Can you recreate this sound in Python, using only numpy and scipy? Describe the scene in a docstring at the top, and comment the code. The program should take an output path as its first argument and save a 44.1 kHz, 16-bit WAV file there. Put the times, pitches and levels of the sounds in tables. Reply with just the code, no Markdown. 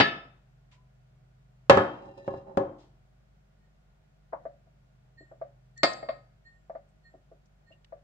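"""In a small kitchen, a glass lid knocks on a glass baking dish, then lands on it with a loud clunk.
The dish judders over the worktop and bumps. Each blow is a dull thud plus the ringing of the glass.
Lighter taps and one bright clink follow, with a faint recurring ring and small brushing sounds.
Underneath are a low hum and a distant motor that runs down.
The close stereo microphone overloads on the hardest blows."""
import sys
import numpy as np
from scipy import signal
from scipy.fft import rfft, irfft, next_fast_len
from scipy.io import wavfile

SR = 44100
rng = np.random.default_rng(int(sys.argv[2]) if len(sys.argv) > 2 else 0)


def int16_out(signal):
    """Quantize to a 16-bit WAV file."""
    q = np.round(np.clip(np.atleast_2d(signal).T, -1, 1) * 32767)
    wavfile.write(sys.argv[1], SR, q.astype(np.int16))


N = 354468
TIME = np.arange(N) / SR
RING_TIME = np.arange(int(1.2 * SR)) / SR  # the clock of a single blow, in seconds

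# A colour says how strong a sound is from bass to treble. Columns: pitch_hz, level_db
AIR_COLOUR = [(20, -11), (50, -7.5), (80, -10.5), (135, -5), (180, -10), (240, -18), (400, -22.5),
              (650, -17), (950, -25.5), (1500, -26), (4000, -36), (7400, -41), (9000, -47.5), (15000, -51)]  # the still air of the room
LIGHT_TAP_COLOUR = [(60, -40), (150, -14.5), (280, -7.5), (430, -8), (560, 3.5), (720, 5.5), (900, -9.5),
                    (1250, -8), (2000, -6), (2900, -16), (4700, -1.5), (6000, -20), (8000, -15.5),
                    (9500, -43)]  # a light tap on glass
RIM_COLOUR = [(40, -42), (80, -13.5), (130, 4.5), (270, 4.5), (480, -1), (700, 2.5), (1100, -3.5),
              (1750, 0), (2300, -2), (3700, -6.5), (5200, -12), (5900, -23), (8000, -29), (12000, -40)]  # the lid's rim hitting the dish
HEAVY_KNOCK_COLOUR = [(25, -48.5), (55, -25.5), (95, -5), (200, -3.5), (400, -6.5), (700, 0), (1050, -0.5),
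                      (1700, -8.5), (2200, -11.5), (3600, -14.5), (5500, -18), (7800, -16.5), (9500, -29),
                      (15000, -34)]  # lid, dish and worktop shaking together

# A mode is one tone a thing rings with; it fades by 60 dB in fade_s. Columns: pitch_hz, level_db, fade_s
FAINT_RING_MODES = [(1844, 7.5, 0.31), (1830, -11.5, .3), (4285, -1, 0.19), (7450, -20.5, 0.58)]  # the faint glassy ring
TAPPED_GLASS_MODES = [(675, 0, 0.23), (1049, -6.5, 0.35), (1266, -2.5, 0.43), (1862, 0, 0.32),
                      (1852, 4, 0.19), (2134, -16, 0.61), (2124, 4.5, 0.13), (2573, -8, 0.29),
                      (3300, -12, .23), (3355, -13, 0.17), (4340, 0.5, 0.16), (4300, -3.5, .26),
                      (4530, -12, .3), (4720, -13, .32), (4640, -9, 0.347), (4716, -3, 0.39),
                      (4870, -4.5, .26), (7260, -18.5, 0.44), (7525, -8.5, 0.47), (8070, -18.5, 0.24),
                      (11200, -14, 0.18), (11980, -20.5, 0.17)]  # the bright part of a tap
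LOW_HOLLOW_MODES = [(542.7, -6.5, .18), (567, -1.5, 0.23), (656.4, -18, 0.12), (652.8, 7, .14),
                    (698.4, -0.5, 0.17), (1175, -10, 0.12)]  # the hollow part of a tap
SINGING_MODES = [(1620, -31.5, .25), (1800, -2.5, 0.26), (2560, -14, 0.17), (2760, -7.5, 0.15),
                 (3960, -13, 0.12), (5040, -12.5, 0.1)]  # the dish as it slides
GLASS_LID_MODES = [(135.5, -6, 0.07), (281, -4, 0.15), (405, -4, .22), (681, -5, 0.38), (806, -8, 0.21),
                   (980, -13.5, 0.27), (1278, -5, 0.45), (1332, -6.5, 0.46), (1700, 2, 0.26),
                   (1748, -1, 0.38), (1830, -14, 0.21), (2160, -12.5, .3), (2574, -14, 0.46),
                   (2616, -10.5, 0.44), (3033, -9.5, 0.4), (3606, -8, 0.42), (3760, -11, 0.12),
                   (4560, -10, 0.21), (3880, -10, 0.25), (4850, -13.5, 0.23), (5055, -10, 0.4),
                   (6600, -28, 0.23), (7360, -24.5, 0.28)]  # the struck lid
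GLASS_DISH_MODES = [(109.7, -5.5, .3), (208, -12, 0.36), (303.6, -4, 0.44), (357.7, -9.5, 0.56),
                    (385.5, 5, 0.23), (538, -7, 0.5), (553, 10.5, 0.27), (780, 0.5, 0.29),
                    (828, -13.5, 0.3), (950, -10, 0.25), (1071, 1, .3), (1247, -8, 0.37), (1704, -3, 0.25),
                    (3161, -10.5, 0.5)]  # the struck dish

# The tones of the appliance hum. Columns: pitch_hz, level_db
HUM_TONES = [(49.3, -65), (100, -76.5), (149.5, -69.5), (199, -78.5), (393, -89), (632, -87.5), (742, -89),
             (1435, -90.5)]
# Small rubs and ticks. Columns: start_s, level_db, pitch_hz, width_hz, length_s
RUBS = [(0.711, -63.5, 2400, 1800, 0.033), (0.718, -63.5, 1004, 3.6, 0.058),
        (2.779, -68.5, 3330, 2400, 0.06), (5.776, -50, 6270, 1600, 0.004),
        (5.933, -44.5, 5800, 1000, 0.004), (6.886, -82.5, 8500, 1100, 0.014),
        (7.455, -72.5, 6010, 1800, 0.0081), (7.714, -59, 2790, 39, 0.019),
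        (7.845, -55.5, 2800, 900, 0.0037)]
# Swells of the faint ring. Columns: start_s, level_db
RING_SWELLS = [(3.6, -74), (5.169, -53), (5.758, -46), (6.443, -54), (7.027, -57.5), (7.653, -61)]
# Light taps and one bright clink. Treble is dulled above contact_hz; "spot" is the place touched.
# Columns: start_s, level_db, contact_hz, glass_db, hollow_db, spot_hz, spot_db
GLASS_TAPS = [(4.324, -37.5, 992, -28, -13.5, 930, -15.5), (4.329, -29, 940, -25.5, -6, 956, -2.5),
              (4.452, -35, 905, -21, 2, 600, -14), (4.67, -64.5, 792, -6, 0.5, 698, -12),
              (5.205, -54.5, 576, -11, 0, 335, 2.5), (5.313, -42.5, 755, -20, -3.5, 390, -11),
              (5.413, -35.5, 965, -16.5, 3, 596, -15.5), (5.8313, -12, 5270, -3.5, -16.5, 1180, -12),
              (5.837, -14.5, 1840, -5, -17, 320, -16), (6.027, -30, 700, 0, -7.5, 626, -10.5),
              (6.087, -29.5, 1850, -2.5, 1.5, 1180, -10.5), (6.696, -41, 1040, -21, 3.5, 830, -9.5),
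              (6.75, -39, 1045, -16, 1, 710, -7.5), (7.139, -51, 729, -14.5, -2, 328.5, -3),
              (7.314, -54.5, 795, -18.5, 3, 381, 3.5), (7.703, -56.5, 922, -13.5, -1.5, 350, -10),
              (7.922, -41.5, 920, -19, 1.5, 513, -7.5)]
# Pushes that slide the dish. Columns: start_s, length_s, rumble_db, singing_db
DISH_PUSHES = [(1.908, 0.17, -45, -65.5), (2.144, 0.21, -49.5, -61.5), (2.443, 0.045, -40.5, -76.5)]
# The lid's rim strikes the dish; pan is left minus right.
# Columns: start_s, level_db, contact_hz, ring_db, pan_db
RIM_HITS = [(0.001, -10, 6021, -5.5, 6), (0.008, -9, 4535, -4.5, 0), (0.017, -24, 3500, 4.5, 0.5)]
# The lid lands and the dish bumps the worktop.
# Columns: start_s, level_db, contact_hz, lid_db, dish_db, bass_db, pan_db
HEAVY_KNOCKS = [(1.697, -2, 3390, -18, -8, 0, 1), (1.702, -6.5, 1229, -9.5, -12, 7.5, 1),
                (1.7062, -9.5, 2000, -8, -10, -8, 2), (1.772, -9, 1350, -2.5, -4.5, -13, 3),
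                (2.278, -28, 1020, -36.5, 1, 13, -1), (2.338, -37, 980, -12.5, 0.5, 15.5, 1),
                (2.572, -11, 694, -11, -4.5, -2, 3)]


def gain(db):
    """Turn decibels into a number to multiply by."""
    return 10 ** (np.asarray(db) / 20)


def unit(x):
    """Scale a sound so its average strength (rms) is 1."""
    return x / np.sqrt(np.mean(x ** 2))


def fade(fade_s):
    """A curve that dies away, 60 dB down after fade_s."""
    return np.exp(-np.log(1000) * RING_TIME / fade_s)


def lowpass(x, hz, order=2):
    """Dull the sound above hz; a higher order cuts more steeply."""
    return signal.sosfilt(signal.butter(order, min(hz, SR / 2 - 100), fs=SR, output="sos"), x)


def resonate(x, hz, width_hz):
    """Keep one band of the sound, centred on hz."""
    return signal.lfilter(*signal.iirpeak(min(hz, SR / 3), hz / width_hz, fs=SR), x)


def colour(x, points):
    """Shape bass and treble with a colour table; white noise keeps its power."""
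    size = 2 * next_fast_len(x.shape[1] // 2 + 1)
    hz, db = np.transpose(points)
    log_hz = np.log(np.fft.rfftfreq(size, 1 / SR) + 1)
    curve = unit(gain(np.interp(log_hz, np.log(hz), db)))
    # Fold the filter in time so that nothing sounds before the blow.
    cepstrum = irfft(np.log(curve))
    cepstrum[1:size // 2] *= 2
    cepstrum[size // 2 + 1:] = 0
    return irfft(rfft(x, size) * np.exp(rfft(cepstrum)))[:, :x.shape[1]]


def stereo_noise(count, split_hz, opposed=0.2):
    """White noise, alike left and right in the bass and slightly opposed well above split_hz."""
    mid, side = rfft(rng.standard_normal((2, count)))
    bass = 1 / (1 + (np.fft.rfftfreq(count, 1 / SR) / split_hz) ** 3)
    alike = np.clip(bass - opposed * (1 - bass), -1, 1)
    shared = mid * np.sqrt((1 + alike) / 2)
    mirrored = side * np.sqrt((1 - alike) / 2) * np.array([[1], [-1]])
    return irfft(shared + mirrored, count)


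def add(out, start_s, sound, pan_db=0, shade_hz=450):
    """Mix a sound in; the bass bends round the microphone, so only the treble leans to one side."""
    start = int(np.clip(start_s * SR, 0, N - 1))
    part = sound[:, :N - start]
    bass = lowpass(part, shade_hz, order=1)
    out[:, start:start + part.shape[1]] += bass + (part - bass) * gain([[pan_db / 2], [-pan_db / 2]])


def ring(modes, wander=0.6, wander_s=0.016, split_hz=900, spread_rad=0.9):
    """Fading tones: wall echoes make them waver, and high ones reach left and right out of step."""
    out = np.zeros((2, len(RING_TIME)))
    for hz, db, fade_s in modes:
        t = RING_TIME[:int(1.2 * fade_s * SR)]
        echoes = rng.standard_normal((2, 100, 2)) @ [1, 1j]  # random strength and phase
        lags = rng.choice([-1, 1]) * min(hz / split_hz, 1) ** 1.5 * spread_rad * np.array([1, -1])
        tone = gain(db) * np.exp((2j * np.pi * hz - np.log(1000) / fade_s) * t)
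        for ear in range(2):
            echo = echoes[ear if hz > split_hz else 0]
            reflected = np.interp(t / wander_s, np.arange(len(echo)), echo)
            paths = np.exp(1j * lags[ear]) + wander * np.minimum(t / 0.005, 1) * reflected
            out[ear, :len(t)] += np.imag(tone * paths)
    return out * (1 - np.exp(-RING_TIME / 0.0005))


def overtones(points, spacing_hz, fade_s):
    """The many weak high tones of thick glass, scattered at random over the treble."""
    hz = np.fft.rfftfreq(len(RING_TIME), 1 / SR)
    present = (rng.random(len(hz)) < hz[1] / spacing_hz) & (hz > 1100) & (hz < 8500)
    phases = np.exp(2j * np.pi * rng.random((2, len(hz))))
    tones = unit(irfft(present * phases, len(RING_TIME)))
    return colour(tones * fade(fade_s), points)


def thud(points, fade_s, room_db, room_s, split_hz):
    """A short noisy shake, then the kitchen's echo, whose treble dies first."""
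    near, far = (stereo_noise(len(RING_TIME), split_hz) for _ in range(2))
    low = lowpass(far, 1200, order=1)
    high = lowpass(far - low, 7700)
    room = (low * fade(room_s) + high * fade(0.37 * room_s)) * (1 - fade(0.092))
    return colour(near * fade(fade_s) + gain(room_db) * room, points)


def wavering(hz, depth, rate_hz):
    """A tone whose level and phase wander a little."""
    moments = np.arange(0, N / SR + 1, 1 / rate_hz)
    swell, drift = (np.interp(TIME, moments, c) for c in rng.standard_normal((len(moments), 2)).T)
    return unit((1 + depth * swell) * np.sin(2 * np.pi * hz * TIME + 2 * depth * drift))


def kitchen():
    """Appliances hum over the quiet air of the room."""
    hum = sum(gain(db) * wavering(hz, depth=0.07, rate_hz=3) for hz, db in HUM_TONES)
    air = gain(-66.5) * colour(stereo_noise(N, split_hz=180), AIR_COLOUR)
    return hum + air


def motor(pitch_hz=127.5, beat_s=4.6, lull_s=3.85, off_s=6.15, fall_hz_per_s=38, fall_db_per_s=33):
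    """A distant motor drones with a slow beat; once switched off, it sinks in pitch and dies away."""
    coasting_s = np.maximum(TIME - off_s, 0)
    phase = 2 * np.pi * np.cumsum(pitch_hz - fall_hz_per_s * coasting_s) / SR
    beat = 2 * np.pi * (TIME - lull_s) / beat_s
    drone = np.sin(phase) - 0.95 * np.sin(phase + beat)  # two close tones nearly cancel once a beat
    return gain(-64 - fall_db_per_s * coasting_s) * drone


def brushes():
    """Handling makes light rubs and ticks: bands of noise that quickly rise and fall."""
    out = np.zeros((2, N))
    for start_s, db, hz, width_hz, length_s in RUBS:
        band = resonate(stereo_noise(len(RING_TIME), 1200), hz, width_hz)
        rub = unit(lowpass(band, 7740, order=6))
        age = 2 * RING_TIME / length_s
        add(out, start_s, gain(db) * rub * age * np.exp(1 - age))
    return out


def faint_ring(rise_s=0.027):
    """A faint glassy ring keeps coming back, swelling without a click and dying away."""
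    out = np.zeros((2, N))
    rise = 1 - np.exp(-(RING_TIME / rise_s) ** 2)
    for start_s, db in RING_SWELLS:
        add(out, start_s, gain(db - 0.5) * ring(FAINT_RING_MODES, wander=0.65) * rise, pan_db=-3)
    return out


def taps(build_s=0.0017):
    """Soft taps wake mostly the low, hollow tones; a hard one makes the glass clink."""
    out = np.zeros((2, N))
    upper = overtones(LIGHT_TAP_COLOUR, spacing_hz=110, fade_s=0.33)
    glass = gain(-13) * ring(TAPPED_GLASS_MODES, wander=0.35) + gain(-16.5) * upper
    hollow = gain(-4) * ring(LOW_HOLLOW_MODES) * (1 - np.exp(-RING_TIME / build_s))
    for start_s, db, contact_hz, glass_db, hollow_db, spot_hz, spot_db in GLASS_TAPS:
        body = thud(LIGHT_TAP_COLOUR, fade_s=0.084, room_db=-15, room_s=0.52, split_hz=405)
        body *= 1 - np.exp(-RING_TIME / 0.0012)
        spot = stereo_noise(len(RING_TIME), 800)
        for _ in range(2):
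            spot = resonate(spot, spot_hz, 0.33 * spot_hz)
        knock = body + gain(hollow_db) * hollow + gain(spot_db) * unit(spot) * fade(0.15)
        dull = lowpass(knock, 2 * contact_hz, order=6)
        bright = gain(glass_db) * lowpass(glass, 2 * contact_hz, order=1)
        add(out, start_s, gain(db) * lowpass(dull + bright, contact_hz, order=1), pan_db=2.5)
    return out


def sliding_dish(slips_per_s=320, catch_s=0.03, catch_db=4, attack_s=0.04, release_s=0.074):
    """The pushed dish sticks and slips in uneven bunches that rumble, scrape and make the glass sing."""
    moments = np.arange(0, N / SR + 1, catch_s)
    grip = gain(catch_db * np.interp(TIME, moments, rng.standard_normal(N)[:len(moments)]))
    slips = (rng.random(N) < slips_per_s / SR) * rng.standard_normal(N) * grip
    body = thud(HEAVY_KNOCK_COLOUR, fade_s=0.054, room_db=-11, room_s=0.26, split_hz=430)
    # Every slip sets off these three short sounds.
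    bump = lowpass(body + gain(-17) * ring(GLASS_DISH_MODES), 610)
    ping = ring(SINGING_MODES, wander=1.2)
    rasp = resonate(body, hz=3800, width_hz=3000)
    rumble, singing, scrape = (unit(signal.fftconvolve(slips[None], sound)[:, :N])
                               for sound in (bump, ping, rasp))
    treble = singing + gain(-5.5) * scrape
    out = np.zeros((2, N))
    for start_s, length_s, rumble_db, singing_db in DISH_PUSHES:
        press = np.clip((TIME - start_s) / attack_s, 0, 1)
        let_go = np.exp(-np.maximum(TIME - start_s - length_s, 0) / release_s)
        out += press * let_go * (gain(rumble_db) * rumble + gain(singing_db) * treble)
    return out


def rim_clinks():
    """Glass hits glass, and the free lid rings with many clear tones."""
    out = np.zeros((2, N))
    lid = gain(-11.5) * ring(GLASS_LID_MODES)
    lid += gain(-16.5) * overtones(RIM_COLOUR, spacing_hz=107.8, fade_s=0.35)
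    for start_s, db, contact_hz, ring_db, pan_db in RIM_HITS:
        body = thud(RIM_COLOUR, fade_s=0.055, room_db=-18, room_s=0.53, split_hz=970)
        add(out, start_s, gain(db) * lowpass(body + gain(ring_db) * lid, contact_hz), pan_db)
    return out


def lid_and_dish():
    """Each blow shakes lid, dish and worktop; a softer contact lasts longer and sounds duller."""
    out = np.zeros((2, N))
    upper = overtones(HEAVY_KNOCK_COLOUR, spacing_hz=90, fade_s=0.36)
    lid = gain(-17.5) * ring(GLASS_LID_MODES) + gain(-11) * upper
    dish = gain(-12.5) * ring(GLASS_DISH_MODES)
    for start_s, db, contact_hz, lid_db, dish_db, bass_db, pan_db in HEAVY_KNOCKS:
        body = thud(HEAVY_KNOCK_COLOUR, fade_s=0.049, room_db=-14, room_s=0.51, split_hz=670)
        body += (gain(bass_db) - 1) * lowpass(body, 180, order=1)
        blow = lowpass(body + gain(lid_db) * lid + gain(dish_db) * dish, contact_hz)
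        edge = gain(-25) * lowpass(body, 7500)  # a little of the hard glass edge always gets through
        snap = lowpass(stereo_noise(len(RING_TIME), 600), 4000, order=1) * fade(0.0025)
        crack = gain(1.1 * db - 17) * snap  # heard only on the hardest blows
        add(out, start_s, gain(db) * (blow - edge + crack), pan_db)
    return out


def scene():
    """Everything heard at the worktop."""
    glassware = rim_clinks() + lid_and_dish() + sliding_dish() + taps() + faint_ring()
    return glassware + brushes() + kitchen() + motor()


def record(dry, bottom_hz=30, top_hz=15700):
    """The recorder loses the deepest bass, clips the loudest peaks and cuts the highest treble."""
    thinned = signal.sosfilt(signal.butter(2, bottom_hz, "highpass", fs=SR, output="sos"), dry)
    clipped = np.clip(thinned, -1, 1)
    return signal.sosfilt(signal.ellip(8, 0.2, 70, top_hz, fs=SR, output="sos"), clipped)


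dry = scene()
out = record(dry)
int16_out(out)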